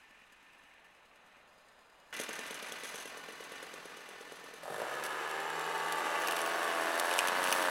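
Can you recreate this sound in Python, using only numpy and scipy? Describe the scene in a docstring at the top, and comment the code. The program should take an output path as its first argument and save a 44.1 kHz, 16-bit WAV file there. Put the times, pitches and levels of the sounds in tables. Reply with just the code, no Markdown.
"""A soft, distant clatter comes first: a two-stroke string trimmer idling far down a garden.
Suddenly it is two metres from the microphone, knocking unevenly and rattling its loose clutch.
The throttle opens: sharp exhaust pulses speed up and echo from the ground and a house wall,
while the whirling line swishes through the grass and snaps stalks."""
import sys
import numpy as np
from scipy import signal
from scipy.fft import rfft, irfft, next_fast_len
from scipy.io import wavfile
from scipy.ndimage import uniform_filter1d, map_coordinates

SR = 44100
rng = np.random.default_rng(int(sys.argv[2]) if len(sys.argv) > 2 else 0)


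def generate_wav(signal):
    """Clip the signal to [-1, 1] and save it as 16-bit WAV at the path in sys.argv[1]."""
    frames = np.transpose(np.atleast_2d(signal))
    scaled = np.clip(frames, -1, 1) * 32767
    pcm = np.round(scaled).astype(np.int16)
    wavfile.write(sys.argv[1], SR, pcm)


N = 339570
TIME = np.arange(N) / SR
CLOSE_S, THROTTLE_S = 2.1275, 4.62


def amp(db):
    """Decibels to gain."""
    return 10 ** (np.asarray(db) / 20)


def unit(x):
    """x at rms 1."""
    return x / np.sqrt(np.mean(x ** 2) + 1e-20)


def levelled(x):
    """x with its slow level held at rms 1."""
    return x / np.sqrt(np.abs(uniform_filter1d(x ** 2, size=6000)) + 1e-12)


def along(points, hz):
    """Rows of frequency and value, read on a log axis."""
    f, v = np.transpose(points)
    return np.interp(np.log(hz + 1), np.log(f + 1), v)


def curves(rows, at=TIME):
    """Each later column, interpolated along the first."""
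    knots, *columns = np.transpose(rows)
    return [np.interp(at, knots, column) for column in columns]


def bell(x, centre, width):
    """A smooth hump of height 1."""
    return np.exp(-((x - centre) / width) ** 2)


def wobble(rate):
    """A smooth random curve, rate knots a second."""
    return map_coordinates(rng.standard_normal(int(N * rate / SR) + 4), [TIME * rate])


def noise():
    """White noise."""
    return rng.standard_normal(N)


def uneven(times, spread_db):
    """A random gain for each hit."""
    return amp(spread_db * rng.standard_normal(len(times)))


def pulses(times, sizes):
    """Impulses placed between samples."""
    at = np.asarray(times)[:, None] * SR
    taps = np.floor(at).astype(int) + np.arange(-7, 9)
    shape = np.sinc(taps - at) * np.cos(np.pi * (taps - at) / 16) ** 2
    weights = shape * np.asarray(sizes)[:, None]
    return np.bincount(np.clip(taps, 0, N).ravel(), weights.ravel(), N + 1)[:N]


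def fading(times, sizes, t60):
    """An envelope that jumps at each time and dies away."""
    return signal.lfilter([1], [1, -amp(-60 / (t60 * SR))], pulses(times, sizes))


def grains(rate, spread_db):
    """Tiny impacts at random times, a few of them large."""
    chance, size = rng.random((2, N))
    return (chance < rate / SR) * amp(-spread_db * np.log(size + 0.024)) * noise()


def filtered(x, response):
    """x times a complex response of frequency."""
    size = 2 * next_fast_len(N // 2 + SR // 4)
    return irfft(rfft(x, size) * response(np.fft.rfftfreq(size, 1 / SR)), size)[:N]


def coloured(x, spectrum):
    """x through a causal filter with the given spectrum."""
    def response(hz):
        cepstrum = irfft(np.log(amp(along(spectrum, hz))))
        cepstrum[1:len(hz) - 1] *= 2
        cepstrum[len(hz):] = 0
        return np.exp(rfft(cepstrum))
    return filtered(x, response)


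def rung(x, modes):
    """x through a set of resonances."""
    return filtered(x, lambda f: sum(amp(db) * 1j * f * width / (hz * hz - f * f + 1j * f * width)
                                     for hz, width, db in modes))


def gliding(x, hz, width_hz):
    """x through one resonance whose centre moves."""
    carrier = np.exp(2j * np.pi * np.cumsum(hz) / SR)
    pole = np.exp(-np.pi * width_hz / SR)
    return 2 * np.real(carrier * signal.lfilter([1 - pole], [1, -pole], x * carrier.conj()))


def shell(x, t60):
    """The many close modes of thin metal covers give a fixed, fine colour."""
    t = np.arange(SR // 8) / SR
    ring = rng.standard_normal(len(t)) * amp(-60 * t / t60)
    return signal.oaconvolve(x, ring / np.linalg.norm(ring))[:N]


# Crank with the throttle open: time_s, speed_hz
REVS = [(4.62, 41.9), (4.7, 44.7), (4.82, 58.1), (4.9, 67.7), (5.05, 75.2), (5.16, 75.6), (5.4, 79.4),
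        (5.7, 81.6), (5.9, 81.5), (6.1, 83), (6.42, 83.3), (6.62, 85.2), (6.8, 82.5), (7.0, 85.3),
        (7.22, 88.9), (7.4, 90.9), (7.7, 89.3)]
def crank(far_hz=47.57, close_hz=42.53):
    """Crank speed, turns so far and when each ends; whole turns fit between the close knocks."""
    knock_s = np.transpose(KNOCKS)[0]
    gaps = np.diff(knock_s)
    close = (np.round(gaps * close_hz) / gaps)[np.searchsorted(knock_s[1:-1], TIME)]
    revving = curves(REVS)[0] * (1 + 0.0018 * wobble(30))
    far = far_hz * (1 + 0.01988 * wobble(18))
    speed = np.select([TIME < CLOSE_S, TIME < THROTTLE_S], [far, close], revving)
    turns = np.cumsum(speed) / SR
    return speed, turns, np.interp(np.arange(1, int(turns[-1])), turns, TIME)


# Engine casing and shaft: pitch_hz, width_hz, gain_db
CASING_MODES = [(1147, 280, 2), (1474, 42, 0), (1610, 81, 1), (1791, 43, 5), (2004, 17, 4.5), (2434, 39, 0),
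                (2940, 16.5, 7), (3690, 60, -16), (4560, 83, -8), (5000, 230, -7.5), (6260, 190, 1),
                (7800, 250, 0), (9300, 280, 3)]
def clatter(turns, spectrum, throb_db, ring):
    """Piston and gears shake the casing, hardest once a turn."""
    shake = noise() * amp(throb_db * np.cos(2 * np.pi * turns) + 1.07 * wobble(70))
    covers = 0.4 * shell(shake, t60=0.04)
    return unit(coloured(shake + ring * rung(shake, CASING_MODES) + covers, spectrum))


# Clutch shoes and drum: pitch_hz, width_hz, gain_db
CLUTCH_MODES = [(1998, 46, -5), (2870, 25, 3), (3430, 200, -4), (4080, 60, -2), (5000, 250, -6.5),
                (6040, 130, 0), (6390, 190, -1), (7760, 220, -4), (8280, 140, -7), (8930, 130, -9),
                (9700, 160, -0.5), (10330, 260, -1.5), (11500, 160, 0), (11860, 100, -1)]
# Bright colour of steel: frequency_hz, gain_db
STEEL = [(300, -24), (1800, -5), (3200, 7), (4500, -0.5), (6300, 3.5), (7500, 2.5), (10400, 3), (11000, 1),
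         (12500, -0.5), (15500, -15)]
def jingle(drive):
    """Small steel parts ring the clutch and its covers."""
    return coloured(0.55 * drive + rung(drive, CLUTCH_MODES) + 0.32 * shell(drive, t60=0.0065), STEEL)


# Idle from down the garden: time_s, drone_db, murmur_db, clatter_db, cover_db, chime_db, putt_db
FAR_LEVELS = [(0, -66, -84, -63.5, -69.5, -78, -75.5), (0.7, -65.5, -74, -63.5, -72, -88, -83),
              (1.05, -66, -68.5, -67.5, -74, -84, -89), (1.38, -65, -67.5, -65.5, -78, -87, -81),
              (1.52, -66, -68, -70.5, -76, -77.5, -88), (2.1, -65.5, -67.5, -71, -70, -75, -86)]
# Colours of the idling engine: frequency_hz, gain_db
IDLE_DRONE = [(50, -22), (110, -17), (175, -9), (260, -3.5), (340, -6), (480, -4), (800, -7.5), (1500, -18),
              (4000, -40)]
FAR_DRONE = [(20, -16), (60, -9), (100, -26.5), (190, -5.5), (330, -9.5), (500, -12), (800, -0.5),
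             (1000, 0.5), (1600, -3), (2500, -12), (4000, -10.5), (6000, -47)]
FAR_MURMUR = [(100, -15), (330, -14), (480, -5), (650, -2), (900, -9), (1500, -9), (4000, -47)]
FAR_CLATTER = [(100, -11), (600, -6), (1200, -20), (1750, -1.5), (2500, 1.5), (3240, -8), (4900, -21),
               (5600, -16.5), (15000, -37)]
# Cover ring and a high chime: pitch_hz, width_hz, gain_db
COVER_MODES = [(1777, 27, 0), (2900, 27, -5.5)]
CHIME_MODES = [(4150, 37, 7), (4880, 380, 3), (6140, 90, -2), (6440, 38, -3), (6900, 190, 1),
               (8350, 130, -4)]
def far_idle(turns, strokes, turns_per_kick=5):
    """Far from the microphone the idle is a clatter, with a soft putt and faint ticks at each firing."""
    drone_db, murmur_db, clatter_db, cover_db, chime_db, putt_db = curves(FAR_LEVELS)
    kicks = strokes[turns_per_kick - 1::turns_per_kick]
    shake = noise() * (0.35 + fading(kicks, 0.5 * rng.random(len(kicks)) + 0.5, t60=0.04))
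    shake *= amp(2 * wobble(70))
    ticks = amp(-80) * unit(jingle(shake))
    cover = amp(cover_db) * unit(rung(shake, COVER_MODES))
    chime = amp(chime_db) * unit(rung(shake, CHIME_MODES))
    puffs = coloured(pulses(kicks, np.ones(len(kicks))), IDLE_DRONE)
    putts = amp(putt_db) * unit(rung(puffs, [(224, 120, 0)]))
    drone = amp(drone_db) * unit(coloured(noise(), FAR_DRONE))
    murmur = amp(murmur_db) * unit(coloured(noise(), FAR_MURMUR))
    body = amp(clatter_db) * clatter(turns, FAR_CLATTER, throb_db=1.5, ring=0.78)
    return drone + murmur + body + putts + ticks + cover + chime


# Open air at the microphone: frequency_hz, gain_db
AIR_RUMBLE = [(20, 6), (60, 0), (150, -10), (600, -30), (4000, -38)]
def garden_air():
    """Outdoor air rumbles faintly under everything."""
    return amp(-84) * unit(coloured(noise(), AIR_RUMBLE))


# From engine to microphone: time_s, distance_m
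MIC_DISTANCE = [(2.13, 2.05), (2.5, 2.26), (2.95, 2.39), (3.2, 2.97), (3.65, 2.9), (4.0, 3.53), (4.6, 3.82),
                (5.2, 3.66), (5.85, 3.33), (6.5, 2.97), (7.3, 2.53), (7.7, 2.36)]
def nearness(reference_m=3):
    """Sound pressure falls with distance."""
    return reference_m / curves(MIC_DISTANCE)[0]


# Echoes at the microphone: time_s, ground_gain, wall_gain
ECHO_GAINS = [(4.8, 0.13, 0.054), (5.5, 0.27, 0.026), (6.0, 0.25, 0.21), (6.6, 0.14, 0.12),
              (7.7, 0.09, 0.094)]
def echoed(x, engine_height_m=1.0, mic_height_m=1.6, wall_delays_s=(0.00347, 0.004)):
    """The ground answers later as the trimmer comes closer; the house walls after fixed delays."""
    metres, = curves(MIC_DISTANCE)
    ground, walls = curves(ECHO_GAINS)
    direct_m = np.hypot(metres, mic_height_m - engine_height_m)
    detour_m = np.hypot(metres, mic_height_m + engine_height_m) - direct_m
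    late = lambda s: np.interp(TIME - s, TIME, x)
    return x + ground * late(detour_m / 343) + walls * sum(late(s) for s in wall_delays_s)


# Decay of the garden: frequency_hz, t60_s
GARDEN_DECAY = [(200, 0.2), (1500, 0.081), (5000, 0.042), (14000, 0.013)]
def garden_scatter(x, positions=20):
    """Scatter from walls and bushes, changing as the trimmer and the microphone move."""
    out = np.zeros(N)
    for k in range(positions):
        hz, t, bands = signal.stft(rng.standard_normal(SR // 5), SR, nperseg=256)
        decay = amp(-60 * t / along(GARDEN_DECAY, hz)[:, None])
        tail = signal.istft(bands * decay, SR, nperseg=256)[1]
        tail = np.pad(tail / np.linalg.norm(tail), (SR // 300, 0))
        share = np.sqrt(np.clip(1 - np.abs(TIME / TIME[-1] * (positions - 1) - k), 0, 1))
        out += signal.oaconvolve(x * share, tail)[:N]
    return out


# Cooling fins: pitch_hz, width_hz, gain_db
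FIN_MODES = [(1505, 52, -1), (1594, 29, -1), (1785, 30, -2), (1998, 58, 2), (2365, 21, -0.5), (2724, 20, 2),
             (2930, 19, 0.5), (3340, 91, -11)]
def fins(strokes):
    """The piston slaps the cylinder on every turn and small rattles join in; the fins ring on."""
    slaps = unit(pulses(strokes, uneven(strokes, 3.5)))
    rattles = unit(grains(rate=300, spread_db=2.5))
    return amp(-57.5) * nearness() ** 2.3 * unit(rung(slaps + rattles, FIN_MODES))


# Casing, piston slap and one exhaust putt from close by: frequency_hz, gain_db
CLOSE_CLATTER = [(60, -71), (250, -34), (500, 3.5), (800, -2.5), (1200, -2.5), (1900, -1), (3000, -4.5),
                 (4300, -8.5), (7000, -17.5), (15000, -28)]
PISTON_SLAP = [(700, -33), (1500, 1.5), (2600, 2.5), (3500, -3), (5000, -5), (12000, -29)]
PUTT = [(80, -26), (180, -15.5), (280, -6), (380, -2), (500, -3), (700, -13), (1500, -16), (4000, -43)]
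AIRBOX_HZ = 161.1
def close_idle(turns, strokes):
    """Two to four metres off, the engine drones, clatters and knocks, and its clutch rattles."""
    pops = knocks()
    drone = amp(-61.5) * unit(coloured(noise() * amp(0.49 * np.cos(2 * np.pi * turns)), IDLE_DRONE))
    body = amp(-50.5) * clatter(turns, CLOSE_CLATTER, throb_db=1.0, ring=0.94)
    # the bright slap of the piston carries only a short way
    slap = amp(-63) * nearness() ** 4.45 * clatter(turns, PISTON_SLAP, throb_db=4.5, ring=0.93)
    # turns that do not fire still puff through the muffler
    puffs = amp(-61) * unit(rung(coloured(pulses(strokes, uneven(strokes, 2)), PUTT), IDLE_MUFFLER))
    airbox = amp(-72) * unit(rung(coloured(noise(), IDLE_DRONE), [(AIRBOX_HZ, 18, 0)]))
    engine = echoed(nearness() * (drone + body)) + airbox + slap + fins(strokes) + puffs
    return engine + pops + amp(-11.5) * garden_scatter(pops) + clutch(strokes)


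# Clutch clashes between firings: start_s, level_db
CLASHES = [(2.14, -36.5), (2.1653, -31.5), (2.1912, -34), (2.2124, -30), (2.2354, -31), (2.33, -33),
           (2.3545, -35), (2.4394, -45), (2.4653, -41), (2.4736, -37), (2.5436, -33), (2.5905, -45),
           (2.6614, -44), (2.6853, -38), (2.7994, -44), (2.8444, -44), (2.8668, -37), (2.889, -35),
           (2.9118, -43), (2.957, -33.5), (2.9781, -36), (3.0001, -38), (3.023, -39), (3.0749, -43),
           (3.3218, -46), (3.4386, -41)]
# Chatter of the loose clutch: time_s, level_db
CHATTER = [(2.13, -48.5), (3.03, -45), (3.17, -50.5), (4.6, -52)]
def clutch(strokes, lag_s=0.0033, rebound_s=0.036):
    """Loose parts clash after each knock, rebound once and chatter on every turn."""
    kicks, _, _, kick_db = np.transpose(KNOCKS)
    hits = lambda times, db: fading(times, amp(db) * uneven(times, 4), t60=0.071)
    chatter = hits(kicks + lag_s + rebound_s, db=-11) + hits(strokes, db=-15)
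    chatter += amp(-20.5 + 5 * wobble(90))  # unbroken sizzle
    start_s, db = np.transpose(list(zip(kicks + lag_s, kick_db)) + CLASHES)
    clashes = fading(start_s, amp(db - 9), t60=0.0058) + fading(start_s, amp(db - 10.5), t60=0.062)
    contacts = unit(noise() + 0.5 * unit(grains(rate=4000, spread_db=3)))
    return jingle((amp(curves(CHATTER)[0]) * chatter + clashes) * contacts)


# Idle firings near the microphone: start_s, level_db, thump_offset_db, clutch_db
KNOCKS = [(2.196, -34.5, 12.5, -28.5), (2.288, -37, 12, -32), (2.388, -40, 14, -33.5), (2.505, -40, 7, -31),
          (2.623, -40.5, 10, -34), (2.718, -41.5, 7, -31), (2.832, -40.5, 7, -33), (2.941, -41, 4, -36),
          (3.053, -43, 11.5, -36), (3.169, -44.5, 4, -39), (3.284, -41.5, 10, -44), (3.403, -41, 2, -41),
          (3.517, -40.5, 2, -39), (3.625, -40.5, -1, -38), (3.736, -41.5, -5, -38.5),
          (3.852, -41.5, -8, -40), (3.967, -46, -6, -44), (4.086, -45.5, -9, -41), (4.207, -42.5, -11, -43),
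          (4.318, -39.5, -6, -41), (4.437, -45, -10, -46), (4.535, -45.5, -6, -42)]
# Muffler at idle: pitch_hz, width_hz, gain_db
IDLE_MUFFLER = [(292, 60, -5.5), (445, 102, -1), (555, 120, -9.5)]
def knocks(bark_db=44, thump_db=33):
    """Only every fourth or fifth turn fires; turbulent gas makes each pop a little different."""
    start_s, db, offset_db, _ = np.transpose(KNOCKS)
    gas = 0.008 * fading(start_s + 0.003, amp(db), t60=0.025) * noise()
    kicks = coloured(pulses(start_s + 0.00312, -amp(db)) + gas, PUTT)
    shoves = coloured(pulses(start_s + 0.0034, -amp(db + offset_db)), PUTT)
    thumps = rung(shoves, [(237, 92, 1), (690, 91, -2)])
    return amp(bark_db) * rung(kicks, IDLE_MUFFLER) + amp(thump_db) * thumps


# Rhythm of full burns: start_s, turns_per_burn
BURN_CYCLES = [(0, 1), (4.95, 3), (5.4, 2), (5.65, 4), (6.38, 3), (6.77, 4), (6.87, 3)]
def turns_since_burn(strokes):
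    """Running rich, the engine burns fully only every few turns; 0 marks a full burn."""
    starts, cycles = np.transpose(BURN_CYCLES)
    return np.arange(len(strokes)) % cycles[np.searchsorted(starts, strokes) - 1]


# Firing, steadier towards full speed: time_s, jitter_s, hurry_per_turn_s, turbulence_gain
RAGGEDNESS = [(4.62, 0.0002, 0.00012, 0.35), (4.9, 0.0002, 0.00012, 0.3), (5.1, 0.00012, 0.00015, 0.08),
              (6.1, 0.00013, 0.00019, 0.07), (6.6, 0.00005, 0.00017, 0.04), (7.3, 0.00004, 0.0001, 0.03)]
# One pulse at the exhaust port: frequency_hz, gain_db
PORT_PULSE = [(40, -97), (92, -34), (125, -14), (200, -21.5), (330, -10.5), (600, -1.5), (950, -0.5),
              (1300, -1.5), (1700, 1.5), (2200, -22), (3000, -13.5), (5000, -26), (12000, -64)]
# Muffler as the throttle opens, then under load: pitch_hz, width_hz, gain_db
OPENING_MUFFLER = [(203, 62.3, 5.5), (437.8, 130, 3.5), (484, 50, 1), (560, 52, -5)]
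HOT_MUFFLER = [(183.13, 71, -6), (282, 35, -4), (403.9, 36, 0.5), (449, 34, 6), (535, 120, -19)]
# Upper modes shift as the gas heats and the engine swings round; a curve each: time_s, pitch_hz, gain_db
EXHAUST_GLIDES = [
    [(5.2, 570, -12), (5.9, 620, -2), (6.4, 602, 5), (6.9, 642, 8), (7.5, 606, 4.5)],
    [(5.2, 970, 8), (5.75, 890, 3), (6.15, 876, 4), (6.55, 880, -3), (7.5, 938, 5)],
    [(5.1, 1240, 5), (5.7, 1150, 2), (6.1, 1200, 4.5), (6.55, 1080, 2), (7.0, 1090, -3), (7.6, 1080, -11)],
    [(5.1, 1720, 4), (5.55, 1710, -10), (5.85, 1600, -9), (6.3, 1650, 2), (7.5, 1610, -5)],
]
def exhaust(strokes, since_burn, port_db, muffler_db):
    """Each turn sends a pulse out of the port; a full burn barks harder and hurries the next turns."""
    burns = since_burn == 0
    timing, port_spread, blast_spread = rng.standard_normal((len(strokes), 3)).T
    jitter_s, hurry_s, turbulence = curves(RAGGEDNESS, at=strokes)
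    times = strokes + jitter_s * timing - hurry_s * since_burn
    port = levelled(coloured(pulses(times, (1 + 0.12 * burns) * amp(0.8 * port_spread)), PORT_PULSE))
    sizes = (1 + 0.3 * burns) * amp(0.9 * blast_spread)
    gas = fading(times, turbulence * sizes, t60=0.01) * noise()
    blasts = coloured(pulses(times, sizes) + gas, PORT_PULSE)
    heat = np.clip((TIME - 4.9) / 0.4, 0, 1)
    upper = sum(amp(db) * gliding(blasts, hz, width_hz=81) for hz, db in map(curves, EXHAUST_GLIDES))
    hot = rung(blasts, HOT_MUFFLER) + upper
    bark = levelled((1 - heat) * rung(blasts, OPENING_MUFFLER) + heat * hot)
    direct = amp(port_db) * port + amp(muffler_db) * bark
    # the nearer the microphone, the less the garden blurs the pulses
    return direct + amp(-11) * garden_scatter(direct) / nearness() ** 2


def engine_tones(speed, turns):
    """The air box hums at twice the crank speed and the muffler at five times, under a thin whistle."""
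    phase = 2 * np.pi * turns
    in_tune = bell(2 * speed, AIRBOX_HZ, width=4.4)
    resonance = 0.02 * (2 * speed / AIRBOX_HZ) ** 4 + in_tune
    hum = resonance * amp(-57 + 1.8 * wobble(30)) * np.sin(2 * phase + 0.35 * wobble(34))
    drone = amp(-48) * bell(5 * speed, 401, width=24) * np.sin(5 * phase + 0.28 * wobble(25))
    # the intake gulps as the throttle opens
    gulp = amp(-68) * bell(TIME, 4.84, width=0.14) * np.sin(2 * phase)
    whistle = amp(-66 + 5.47 * in_tune) * unit(rung(noise(), [(7290, 60, 0)]))
    return hum + drone + gulp + whistle


# Grass meeting the line: time_s, level_db
CUTTING = [(4.62, -49.5), (5.0, -52.5), (5.4, -54), (5.9, -50.5), (6.3, -46.5), (6.7, -48.5), (7.1, -47),
           (7.7, -48)]
# Thicker tufts: centre_s, half_length_s, boost_db
TUFTS = [(5.056, 0.02, 10), (6.318, 0.12, 0), (7.125, 0.055, 3), (7.57, 0.11, 6)]
# Tearing grass: frequency_hz, gain_db
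SWISH = [(100, -50), (500, -25), (3000, -8), (6000, -10), (8000, -9), (10300, -7), (12500, -12.5),
         (15500, -24)]
def grass(turns):
    """The whirling line shreds blades in a hiss of tiny impacts that swells once a turn."""
    tuft_db = sum(db * bell(TIME, centre, width) for centre, width, db in TUFTS)
    shreds = noise() + 1.02 * unit(grains(rate=500, spread_db=6.5))
    shreds *= amp(2.7 * np.cos(2 * np.pi * turns) + 0.65 * wobble(35))
    ringing = 0.18 * rung(shreds, CASING_MODES) + 0.83 * shell(shreds, t60=0.027)
    return amp(curves(CUTTING)[0] + tuft_db) * unit(coloured(shreds + ringing, SWISH))


# Open throttle at three metres: speed_hz, port_db, muffler_db, clatter_db, buzz_db
LOAD_LEVELS = [(43, -50, -41.5, -52, -61), (58, -49.5, -41, -43, -46), (80.24, -43.5, -50, -41, -49.5),
               (79.7, -47.5, -47, -42.5, -46), (82.85, -44, -42.5, -38.5, -49.5),
               (88.8, -40, -42, -39.5, -41)]
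# Casing and covers under load: frequency_hz, gain_db
LOAD_CLATTER = [(100, -26.5), (250, -3), (400, 4), (600, 8), (900, 4), (1600, 1), (2800, 2), (4200, -8),
                (6000, -12), (15000, -28)]
COVER_BUZZ = [(100, -31), (300, -15), (550, -7.5), (1000, -4.5), (1700, 3), (2200, -8), (4000, -13),
              (9000, -41)]
def open_throttle(speed, turns, strokes):
    """The engine revs and cuts a few metres off; each full burn shakes its covers in the same way."""
    port_db, muffler_db, clatter_db, buzz_db = curves(LOAD_LEVELS, at=speed)
    since_burn = turns_since_burn(strokes)
    tones = engine_tones(speed, turns)
    body = amp(clatter_db) * clatter(turns, LOAD_CLATTER, throb_db=-0.5, ring=1.0)
    covers = shell(pulses(strokes + 0.003, since_burn == 0), t60=0.2)
    buzz = amp(buzz_db) * levelled(coloured(covers, COVER_BUZZ))
    swish = grass(turns)
    engine = exhaust(strokes, since_burn, port_db, muffler_db) + body + buzz
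    return nearness() * (echoed(engine) + growl(speed, strokes, since_burn) + tones + swish)


# Pings while the line cuts: start_s, level_db
PINGS = [(6.1971, -49), (6.462, -46), (6.5333, -55), (7.2722, -54), (7.3694, -52), (7.4722, -49),
         (7.5246, -37), (7.5825, -49), (7.6254, -46)]
def pings(pitch_hz=15540):
    """Thin, short rings at the very top."""
    start_s, db = np.transpose(PINGS)
    tone = np.sin(2 * np.pi * pitch_hz * TIME + 0.9 * wobble(120))
    return fading(start_s, amp(db - 3), t60=0.12) * tone


# The line hits stalks: start_s, level_db, woody_offset_db, sharp_offset_db
STALK_HITS = [(6.2192, -24.5, -3, -6), (6.274, -16, -17, -16), (6.2842, -17, -7, -17),
              (6.3225, -18, -9.5, -16), (6.3692, -24.5, -3, -9), (6.4158, -20, -23, -10),
              (6.4616, -23, -6, -12), (7.112, -20, -4.5, -14), (7.1818, -18, -16, -13),
              (7.1895, -10.5, -6, -15), (7.273, -15.5, -18, -10), (7.283, -18, -6.5, -19),
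              (7.4403, -12.5, -28, -22), (7.473, -23, 0, -6), (7.516, -19, -8, -17), (7.5254, -9, -12, -14),
              (7.625, -24, -4, -19)]
# Ring of a struck stalk: pitch_hz, width_hz, gain_db
WOODY_MODES = [(2510, 134, -0.5), (2795, 215, -2.5)]
SHARP_MODES = [(6040, 530, -6.5), (8100, 320, -11), (10330, 710, -17)]
def snaps(ring_db=44, hardness=1.33):
    """Thick stalks crack under the line; the harder the hit, the more they ring, woody or sharp."""
    start_s, db, woody_db, sharp_db = np.transpose(STALK_HITS)
    crack = coloured(fading(start_s + 0.000365, amp(db - 1), t60=0.0093) * noise(), SWISH)
    def blow(offset_db):
        return coloured(pulses(start_s + 0.000802, amp(hardness * db + offset_db + ring_db)), SWISH)
    direct = crack + rung(blow(woody_db), WOODY_MODES) + rung(blow(sharp_db), SHARP_MODES)
    return direct + amp(-11) * garden_scatter(direct)


def growl(speed, strokes, since_burn, from_hz=87.5):
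    """Near top speed every full burn adds a low thud, and the thuds merge into a buzz."""
    spectrum = ((105, -48), (150, -6), (220, 0), (300, 0), (450, 2), (900, -23))  # frequency_hz, gain_db
    sizes = (since_burn == 0) * uneven(strokes, 0.6)
    thuds = levelled(coloured(pulses(strokes, sizes), spectrum))
    return amp(-51.5) * np.clip((speed - from_hz) / 3, 0, 1) * thuds


def scene():
    """Far idle, close idle, then open throttle, over a low rumble of outdoor air."""
    speed, turns, strokes = crank()
    throttle = np.clip((TIME - THROTTLE_S) / 0.13, 0, 1)
    idle = np.where(TIME >= CLOSE_S, close_idle(turns, strokes), far_idle(turns, strokes))
    air = garden_air()
    trimmer = np.sqrt(1 - throttle) * idle + np.sqrt(throttle) * open_throttle(speed, turns, strokes)
    return (trimmer + snaps() + pings() + air)[None]


def record(dry, top_hz=15900):
    """One microphone at ear height, with nothing kept above the band limit."""
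    return filtered(dry[0], lambda hz: hz < top_hz)[None]


dry = scene()
out = record(dry)
generate_wav(out)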